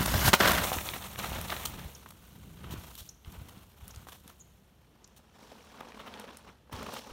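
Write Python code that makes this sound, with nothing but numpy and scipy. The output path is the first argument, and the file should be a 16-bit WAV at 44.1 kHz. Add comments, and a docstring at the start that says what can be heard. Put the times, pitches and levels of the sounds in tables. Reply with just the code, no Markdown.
"""A mountain bike crunches close past on a dirt forest trail and rides away; a second one comes down
and lands off a log. Tyres grind soil and spray grit, stones and twigs snap, the ground thuds under
the wheels, and the frames rattle over roots and stones. Behind them, over a faint hush, a small bird
gives sharp falling chips and one thin call, which the trees scatter."""
import sys
import numpy as np
from scipy import signal
from scipy.fft import rfft, irfft
from scipy.io import wavfile
from scipy.ndimage import uniform_filter1d

SR = 44100
rng = np.random.default_rng(int(sys.argv[2]) if len(sys.argv) > 2 else 0)


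def persist_wave(psi):
    """Save psi, clipped to +-1, as 16-bit WAV."""
    counts = np.round(np.clip(psi, -1, 1) * 32767).astype(np.int16)
    wavfile.write(sys.argv[1], SR, np.atleast_2d(counts).T)


N = 313992
TIME, FREQS = np.arange(N) / SR, np.fft.rfftfreq(N, 1 / SR)
STONE_BAND_HZ, SAND_BAND_HZ = (350, 7000), (3000, 16000)
CRUNCH_BAND_HZ, GRIT_BAND_HZ = (400, 2500), (8000, 15500)

# tyre-on-dirt spectra by distance: (frequency [Hz], relative level [dB])
NEAR_SPECTRUM = [(110, -34), (180, -11.5), (221, -0.5), (334, -2.5), (535, -5), (610, 0), (839, -3),
                 (1010, -2), (1390, -2), (2030, -7), (2360, -4), (4060, -11), (10400, -16.5), (12800, -12),
                 (16000, -15.5)]
MID_SPECTRUM = [(110, -38), (180, -5.5), (217, -3.5), (262, -16.5), (322, -7.5), (922, -2), (1090, -5),
                (1270, -2.5), (1470, -8), (3560, -8), (4900, -17.5), (5590, -14.5), (10600, -18),
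                (13800, -15), (16000, -16.5)]
FAR_SPECTRUM = [(110, -61), (180, -6.5), (305, -22.5), (478, -5.5), (566, -10), (905, -7), (1530, -9.5),
                (1680, -15), (3180, -13.5), (4900, -24.5), (5590, -23), (10600, -24), (13500, -20.5),
                (16000, -26.5)]
# frame and wheel resonances and valleys: (centre [Hz], width [Hz], gain [dB])
FRAME_MODES = [(140, 60, 5), (225, 25, 1.5), (350, 85, -0.5), (590, 120, 2), (1000, 37, 3.5),
               (1140, 62, 3.5), (1310, 62, 1), (1430, 94, 1.5), (1600, 150, 4.5), (1990, 260, 4.5),
               (2400, 270, -6.5), (3500, 1500, 0.5)]


def first_bike(levels_db, sand):
    """Close by, the frame colours the crunch; further off loose dirt carries, then only dull rolling."""
    stones = pebbles(per_s=3500, spread_db=3.5, ring_cycles=2.6, bed=0.87, band_hz=STONE_BAND_HZ)
    near = dirt(colour(NEAR_SPECTRUM) * resonances(FRAME_MODES), stones, sand, split_hz=3800)
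    mid = dirt(colour(MID_SPECTRUM), stones, sand, split_hz=6600)
    far = dirt(colour(FAR_SPECTRUM), stones, sand, split_hz=4000)
    to_mid = np.clip((TIME - 0.6) / 0.057, 0, 1)
    to_far = np.clip((TIME - 1.85) / 0.15, 0, 1)
    crunch, spray = (1 - to_mid) * near + (to_mid - to_far) * mid + to_far * far
    return rolling(levels_db, crunch, spray)


# tyre-on-dirt spectrum, approaching: (frequency [Hz], relative level [dB])
APPROACH_SPECTRUM = [(110, -61), (180, -11.5), (217, 3.5), (334, -11), (487, -2.5), (633, -7.5),
                     (905, -3.5), (1990, -15), (3120, -12.5), (4550, -15), (5590, -13), (6500, -18),
                     (13500, -26.5), (15100, -24), (16000, -34)]


def second_bike(levels_db, sand):
    """Coarser crunch, its treble dulled by undergrowth."""
    stones = pebbles(per_s=1700, spread_db=7, ring_cycles=4.7, bed=1, band_hz=STONE_BAND_HZ)
    crunch, spray = dirt(colour(APPROACH_SPECTRUM), stones, sand, split_hz=2940)
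    return rolling(levels_db, crunch, spray)


def pebbles(per_s, spread_db, ring_cycles, bed, band_hz, pitches=14, tries=3000):
    """Colliding grains, each ringing briefly at its own pitch, over a noise bed of finer soil."""
    t = np.arange(SR // 50) / SR
    out, power = np.zeros(N), 1e-9
    for hz in np.geomspace(*band_hz, pitches):
        ring = np.sin(2 * np.pi * hz * t) * np.exp(-hz * t / ring_cycles) * hz
        starts = rng.integers(0, N, size=tries)
        size = amp(spread_db * np.minimum(rng.exponential(1, tries), np.pi))
        sign = rng.choice([-1, 1], tries)
        sounding = rng.random(tries) < per_s * N / SR / (tries * pitches)
        impacts = np.bincount(starts, size * sign * sounding, N)
        out += signal.oaconvolve(impacts, ring)[:N]
        power = power + abs(rfft(ring)) ** 2
    whitening = np.interp(FREQS, np.fft.rfftfreq(len(t), 1 / SR), power ** -0.5)
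    return unit(unit(shaped(out, whitening)) + bed * rng.standard_normal(N))


def dirt(gain, stones, sand, split_hz):
    """Stones make the crunch below the split, sand the spray above it."""
    low_share = 1 / (1 + (FREQS / split_hz) ** 6)
    crunch = in_band(stones, gain * np.sqrt(low_share), CRUNCH_BAND_HZ)
    spray = in_band(sand, gain * np.sqrt(1 - low_share), GRIT_BAND_HZ)
    return np.array([crunch, spray])


def rolling(levels_db, crunch, spray):
    """Crunch and spray follow the ride; lumps in the trail press the tyres unevenly."""
    crunch_db, grit_db, _ = levels_db
    lumps_db = 2.5 * drift(rate_hz=60)
    return crunch * amp(crunch_db + lumps_db) + spray * amp(grit_db + 0.56 * lumps_db)


def ride(pass_s, speed_m_s, closest_m, at_1m_db, faded_s):
    """Crunch, grit and rumble levels [dB] on a straight path: loss through undergrowth, plus a fade."""
    loss_db_per_doubling, fade_db_per_s = (10, 9, 5.5), 20
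    distance_m = np.hypot(closest_m, speed_m_s * (TIME - pass_s))
    distance_db = np.outer(loss_db_per_doubling, np.log2(distance_m))
    return np.array(at_1m_db)[:, None] - distance_db - fade_db_per_s * np.maximum(faded_s, 0)


# tyres biting into rough ground, turns and landings:
# (time [s], length [s], onset [s], crunch lift [dB], grit lift [dB], rumble lift [dB])
TYRE_DIGS = [(0.0, 0.01, 0.01, 12, 7, 19.5), (0.092, 0.18, 0.099, 4.5, 4.5, 4.5),
             (0.258, 0.034, 0.012, 7.5, 9, 13.5), (0.41, 0.058, 0.006, 9, 1, 6.5),
             (0.497, 0.12, 0.01, 5.5, 1, 7), (0.643, 0.27, 0.02, 1, 3.5, -0.5),
             (1.191, 0.088, 0.038, 10.5, 7.5, 6), (1.314, 0.14, 0.03, 11, 7, 11.5),
             (1.497, 0.18, 0.058, 14, 12, 7), (1.672, 0.19, 0.026, 8.5, 4.5, 9.5),
             (2.44, 0.26, 0.16, 2, -8, 8), (2.649, 0.14, 0.1, 14, 4, 14.5),
             (2.781, 0.14, 0.02, 11, 10.5, 7.5), (2.946, 0.12, 0.041, 2.5, 10, -3),
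             (3.258, 0.21, 0.015, 11.5, 7, 8.5), (3.475, 0.16, 0.02, 11, 7, 5.5),
             (3.868, 0.16, 0.13, 13.5, 9, 8), (4.072, 0.085, 0.014, 14, 12.5, -1),
             (4.246, 0.067, 0.027, 10, 6.5, -9), (5.42, 0.59, 0.11, 7.5, 9.5, 1),
             (5.768, 0.18, 0.1, 10.5, 7, -2), (6.02, 0.31, 0.077, 11.5, 7.5, 6.5),
             (6.475, 0.015, 0.0065, 4.5, -14.5, 14.5), (6.725, 0.17, 0.011, 11, 10.5, 19),
             (6.914, 0.079, 0.036, 6.5, 13, 8)]
# wheels going light or airborne: (time [s], length [s], unweighting [s], base drop [dB])
WHEEL_HOPS = [(0.308, 0.082, 0.016, 10), (1.108, 0.058, 0.053, 0), (2.154, 0.074, 0.043, 2),
              (3.135, 0.114, 0.03, 4), (6.6, 0.107, 0.1, 14)]


def tyre_load():
    """Crunch, grit and rumble lift [dB]: tyres bite, ease as the suspension settles, go quiet in a hop."""
    sag_db_per_s, touchdown_s = 5, 0.011
    settle_s = np.array([0.028, 0.061, 0.025])[:, None]
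    drop_scale = (1.05, 0.91, 1.1)  # grit keeps flying, so drops least
    load_db = np.zeros((3, N))
    for start_s, length_s, onset_s, *lift_db in TYRE_DIGS:
        bite = np.clip(1 + (TIME - start_s) / onset_s, 0, 1)
        sag_db = sag_db_per_s * np.clip(TIME - start_s, 0, length_s)
        settling = np.exp(-np.maximum(TIME - start_s - length_s, 0) / settle_s)
        load_db = np.maximum(load_db, bite * settling * (np.array(lift_db)[:, None] - sag_db))
    for start_s, length_s, unweight_s, drop_db in WHEEL_HOPS:
        takeoff = 1 + (TIME - start_s) / unweight_s
        landing = 1 + (start_s + length_s - TIME) / touchdown_s
        airborne = np.clip(np.minimum(takeoff, landing), 0, 1)
        load_db = load_db * (1 - airborne) - drop_db * np.outer(drop_scale, airborne)
    return load_db


# hollow clack of a bike some way off: (centre [Hz], width [Hz], gain [dB])
CLACK_MODES = [(1180, 800, 7), (2960, 610, 4.5)]
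# jolts to the bike: (time [s], length [s], relative level [dB], grit re crunch [dB])
JOLTS = [(0.058, 0.0068, -25, 0), (0.139, 0.011, -23.5, -25), (0.331, 0.0075, -12.5, -12),
         (0.336, 0.0083, -9.5, -13), (0.344, 0.011, -25, -2.5), (0.401, 0.016, -17, -22),
         (0.473, 0.018, -18, -9), (0.507, 0.0039, -40, 10), (0.517, 0.0045, -36.5, 12),
         (0.727, 0.0078, -31.5, -15), (0.782, 0.0087, -42, -9), (1.189, 0.0046, -32, -2.5),
         (1.243, 0.0073, -29, -14), (1.496, 0.0083, -36, -13), (1.518, 0.018, -30.5, -23),
         (1.653, 0.011, -36, 7.5), (2.061, 0.009, -49, -18), (2.105, 0.007, -47.5, 0),
         (2.64, 0.012, -43, -20), (2.707, 0.046, -46, -2), (2.835, 0.017, -46.5, -6),
         (2.952, 0.0036, -49, 9), (2.977, 0.043, -54, 7.5), (3.319, 0.0099, -61, 8.5),
         (3.484, 0.017, -50, -3), (4.069, 0.0074, -50, -11), (4.085, 0.016, -52, 2),
         (4.12, 0.017, -47.5, -2), (4.277, 0.0072, -55, -8), (4.295, 0.01, -48, -8), (5.163, 0.027, -63, 5),
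         (5.805, 0.0066, -38, -15), (5.993, 0.021, -41.5, -20), (6.061, 0.033, -43, -18),
         (6.475, 0.01, -49.5, -30), (6.725, 0.011, -40.5, -8), (6.828, 0.005, -46, -2),
         (6.863, 0.008, -38, -17), (6.935, 0.012, -49.5, 4), (6.962, 0.011, -36, -22)]


def rattles():
    """Each jolt shakes out a dense cluster of impacts that ring the frame and stop quickly."""
    attack_s, release_s, close_until_s = 0.0012, 0.00076, 0.75
    stones = grains(per_s=3500, spread_db=1.5, bed=0.7)
    sand = grains(per_s=6000, spread_db=2, bed=0.8)
    frame = resonances(FRAME_MODES)
    far_gain = colour(MID_SPECTRUM) * frame ** 0.2 * resonances(CLACK_MODES)
    close_gain = colour(NEAR_SPECTRUM) * frame / (1 + (FREQS / 7500) ** 4)
    far_crunch, spray = dirt(far_gain, stones, sand, split_hz=4200)
    crunch = np.where(TIME < close_until_s, in_band(stones, close_gain, CRUNCH_BAND_HZ), far_crunch)
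    out, t = np.zeros(N), np.arange(SR // 10) / SR
    for start_s, length_s, level_db, grit_db in JOLTS:
        span = (round(start_s * SR) + np.arange(len(t))) % N
        shake = np.minimum(t / attack_s, 1) * np.exp(-np.maximum(t - 0.76 * length_s, 0) / release_s)
        body = crunch[span] / np.sqrt(np.average(crunch[span] ** 2, weights=shake ** 2))
        add(out, start_s, amp(level_db) * shake * (body + amp(grit_db) * spray[span]))
    return amp(-4) * out


def grains(per_s, spread_db, bed):
    """Tiny fractures of uneven size over a noise bed of smaller ones."""
    size = amp(spread_db * np.minimum(rng.exponential(1, N), np.pi + 1))
    clicks = size * rng.choice([-1, 1], N) * (rng.random(N) < per_s / SR)
    return unit(unit(clicks) + bed * rng.standard_normal(N))


# struck stones, twigs and roots: (time [s], peak [dB], pitch [Hz])
TRAIL_SNAPS = [(0.718, -18, 880), (0.786, -20, 2430), (0.889, -21.5, 3050), (0.937, -22, 2540),
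               (1.159, -27, 2200), (1.241, -27, 1300), (1.319, -28, 800), (1.326, -30, 3000),
               (1.386, -26, 860), (1.414, -22, 11500), (1.503, -17.5, 3430), (1.525, -26, 1420),
               (1.540, -29, 2000), (1.566, -23, 2800), (1.799, -38, 1500), (2.061, -35.5, 1190),
               (2.089, -39, 12900), (2.122, -43.5, 1140), (3.248, -41.5, 3110), (3.88, -28, 11000),
               (3.948, -37.5, 7040), (3.961, -35, 7100), (4.07, -36, 880), (4.087, -34, 1010),
               (4.278, -33.5, 9400), (5.076, -43, 8950), (5.81, -29.5, 1150), (5.871, -38.5, 900),
               (5.921, -35.5, 2020), (5.995, -36.5, 1010), (6.14, -30, 3000), (6.288, -39, 900),
               (6.198, -29.5, 9400), (6.371, -31.5, 8360), (6.697, -40, 900), (6.868, -30.5, 1050)]


def snaps(rows):
    """A stone or twig rings a cycle or two; bigger pieces sound lower and scatter debris for longer."""
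    out, t = np.zeros(N), np.arange(SR // 40) / SR
    for start_s, peak_db, hz in rows:
        cycles = hz * t
        ring = np.sin(2 * np.pi * cycles) * np.exp(-cycles / 0.66)
        settling = np.exp(-t / (0.0015 + 1.2 / hz))
        debris = 0.21 * rng.standard_normal(len(t)) * settling * np.sqrt(hz / 5000)
        snap = ring + signal.fftconvolve(ring, debris)[:len(t)]
        add(out, start_s, amp(peak_db) * snap / abs(snap).max())
    return out


def flicked_stones(crunch_db, per_s=18, low_hz=900, high_hz=5400, tries=400):
    """Tyres flick loose stones aside at random; each snap scales with the crunch at that moment."""
    when, size, pitch, chance = rng.random((tries, 4)).T
    start_s = when * TIME[-1]
    peak_db = np.interp(start_s, TIME, crunch_db) + 2.5 + 6 * np.minimum(-np.log(size), 2)
    hz = low_hz * (high_hz / low_hz) ** pitch
    flicked = chance < per_s * TIME[-1] / tries
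    return snaps(np.column_stack([start_s, peak_db, hz])[flicked])


# wheels hitting soft ground: (time [s], peak [dB], pitch [Hz])
WHEEL_THUDS = [(0.147, -17.5, 84.6), (0.249, -26, 137), (0.279, -21, 82), (0.764, -30, 310),
               (0.771, -28, 71), (1.287, -33.5, 151), (1.311, -32.5, 75), (1.387, -32.5, 68),
               (1.852, -34.5, 64.4), (2.722, -34.5, 140), (2.738, -32.5, 310), (2.779, -33, 74),
               (3.01, -41.5, 72), (3.274, -38, 69.6), (3.377, -39.5, 64), (3.413, -39, 93),
               (3.571, -42.5, 183), (3.825, -41, 75), (3.971, -38, 86), (4.258, -43.5, 190),
               (6.735, -36.5, 93.6), (6.767, -42, 75), (6.805, -39, 220)]


def thuds():
    """Heavily damped ground thumps; the pitch drops as the soil gives."""
    out, t = np.zeros(N), np.arange(SR // 8) / SR
    for start_s, peak_db, hz in WHEEL_THUDS:
        cycles = hz * t
        swell = cycles / 0.44
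        tone = np.sin(2 * np.pi * cycles / (1 + 0.022 * cycles))
        add(out, start_s, amp(peak_db) * swell * np.exp(1 - swell) * tone)
    return out


# ground and air rumble: (frequency [Hz], relative level [dB])
RUMBLE_SPECTRUM = [(20, -34.5), (32, -7.5), (45, -8), (62, 6), (90, -1.5), (125, -3.5), (190, -3),
                   (260, -12.5), (400, -17.5), (900, -57)]


def rumble(first_db, second_db):
    """Low noise of wheels on the ground, plus the first rider's wake and a breeze on the microphone."""
    wake_s, wake_width_s, wake_db, breeze_db = 0.17, 0.15, -32, -65
    analytic = signal.hilbert(shaped(rng.standard_normal(N), colour(RUMBLE_SPECTRUM)))
    levelled = analytic.real / np.sqrt(uniform_filter1d(abs(analytic) ** 2, size=1500))
    wake = amp(wake_db) * np.exp(-((TIME - wake_s) / wake_width_s) ** 2)
    power = amp(first_db) ** 2 + amp(second_db) ** 2 + wake ** 2 + amp(breeze_db) ** 2
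    return unit(levelled) * np.sqrt(power)


# chips: (time [s], relative level [dB], throat resonance width [Hz])
BIRD_CHIPS = [(1.9483, -38, 468), (3.089, -34, 449), (3.9060, -42.5, 600), (5.0420, -47, 1690)]
# call contour: (time [s], pitch [Hz], relative level [dB])
BIRD_CALL = [(4.392, 9800, -76.5), (4.395, 9530, -61), (4.399, 7100, -54), (4.405, 5970, -58),
             (4.41, 7240, -50.5), (4.414, 6460, -53.5), (4.422, 6460, -63.5)]


def bird(throat_hz=6000):
    """Chips sweep down through the throat resonance; the call dips and rises; trees scatter both."""
    voice, t = np.zeros(N), np.arange(SR // 200) / SR
    sweep_hz = 10300 * np.exp(-t / 0.00426)
    chip = glide(sweep_hz) * signal.windows.tukey(len(t), 0.3)
    for start_s, level_db, width_hz in BIRD_CHIPS:
        throat = 1 / (1 + ((sweep_hz - throat_hz) / width_hz) ** 2) + 0.08
        add(voice, start_s, amp(level_db) * throat * chip)
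    call_s, call_hz, call_db = np.transpose(BIRD_CALL)
    t = np.arange(call_s[0], call_s[-1], 1 / SR)
    call = amp(np.interp(t, call_s, call_db) - 1) * glide(np.interp(t, call_s, call_hz))
    add(voice, call_s[0], call)
    carried = shaped(voice, 1 / (1 + ((FREQS - 6400) / 1100) ** 2))  # strongest pitches echo furthest
    leaves = amp(2.5) * scatter(carried, t60_s=0.023, delay_s=0.002)
    trunks = amp(-6.5) * scatter(carried, t60_s=0.52, delay_s=0.0097)
    return voice + leaves + trunks


# forest background: (frequency [Hz], relative level [dB])
HUSH_SPECTRUM = [(18, -30.5), (30, -8.5), (64, -3.5), (124, -8.5), (499, -13), (760, -15.5), (844, -18),
                 (1810, -22), (2120, -26), (3140, -23), (4910, -36), (14800, -34), (16000, -54)]


def forest_hush(level_db=-66.5):
    """Faint steady noise, strongest in the bass."""
    return amp(level_db) * unit(shaped(rng.standard_normal(N), colour(HUSH_SPECTRUM)))


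def scatter(x, t60_s, delay_s):
    """Sparse decaying reflections off the trees, with taps of unit energy."""
    t = np.arange(SR // 2) / SR
    taps = rng.choice([-1, 1], len(t)) * (rng.random(len(t)) < 0.1) * (t > delay_s)
    taps = taps * np.exp(-np.log(1000) * t / t60_s)
    return signal.fftconvolve(x, taps / (np.linalg.norm(taps) + 1e-20))[:N]


def amp(db):
    """Decibels to gain."""
    return 10 ** (np.asarray(db) / 20)


def unit(x):
    """Scale to rms 1."""
    return x / np.sqrt(np.mean(x ** 2) + 1e-20)


def glide(hz):
    """Sine following a pitch curve."""
    return np.sin(2 * np.pi * np.cumsum(hz) / SR)


def colour(points):
    """Gain per frequency from spectrum points."""
    hz, db = np.transpose(points)
    return amp(np.interp(np.log(FREQS + 1), np.log(hz), db))


def resonances(rows):
    """Gain per frequency from peaks and dips."""
    return amp(sum(db / (1 + (2 * (FREQS - hz) / width_hz) ** 2) for hz, width_hz, db in rows))


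def shaped(x, gain):
    """Filter by a gain per frequency."""
    return irfft(rfft(x) * gain, N)


def in_band(drive, gain, band_hz):
    """Colour a white drive so the band has rms 1."""
    inside = (FREQS > band_hz[0]) & (FREQS < band_hz[1])
    return shaped(drive, gain / np.sqrt(np.mean(gain ** 2 * inside)))


def drift(rate_hz):
    """Smooth random wander, rms 1."""
    return unit(shaped(rng.standard_normal(N), np.exp(-(FREQS / rate_hz) ** 2)))


def add(mix, start_s, sound):
    """Mix a sound in at start_s."""
    part = mix[max(round(start_s * SR), 0):][:len(sound)]
    part += sound[:len(part)]


def scene():
    """One bike passes, rides away and fades out; the second fades in and approaches; a bird calls."""
    fade_out_start_s, fade_in_end_s = 4.46, 5.12
    load_db = tyre_load()
    first_db = load_db + ride(pass_s=0.42, speed_m_s=4.96, closest_m=1.0,
                              at_1m_db=(-33, -35.5, -39.5), faded_s=TIME - fade_out_start_s)
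    second_db = load_db + ride(pass_s=8.166, speed_m_s=4.7, closest_m=0.86,
                               at_1m_db=(-30.5, -48.5, -54.5), faded_s=fade_in_end_s - TIME)
    sand = pebbles(per_s=4200, spread_db=4, ring_cycles=7, bed=0.9, band_hz=SAND_BAND_HZ)
    tyres = first_bike(first_db, sand) + second_bike(second_db, sand)
    ground = rumble(first_db[2], second_db[2]) + thuds()
    forest = forest_hush() + bird()
    knocks = rattles() + snaps(TRAIL_SNAPS) + flicked_stones(np.maximum(first_db[0], second_db[0]))
    echoes = amp(-11) * scatter(knocks, t60_s=0.13, delay_s=0.0058)
    return (tyres + ground + knocks + echoes + forest)[None]


# treble peaks and dips over the whole scene: (centre [Hz], width [Hz], gain [dB])
TREBLE_SHAPE = [(4110, 600, 1), (4910, 320, -2.5), (7800, 700, -2.5), (10540, 400, -5), (14200, 2200, -1.5)]


def record(dry):
    """Small microphone: uneven treble, bass cut, band limit."""
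    bass_cut_hz, band_limit_hz = 33, 15850
    highpass = FREQS ** 3 / np.sqrt(FREQS ** 6 + bass_cut_hz ** 6)
    heard = shaped(dry, resonances(TREBLE_SHAPE) * highpass)
    lowpass = signal.firwin(401, band_limit_hz, window=("kaiser", 8), fs=SR)
    return signal.oaconvolve(heard, lowpass[None], "same")


dry = scene()
out = record(dry)
persist_wave(out)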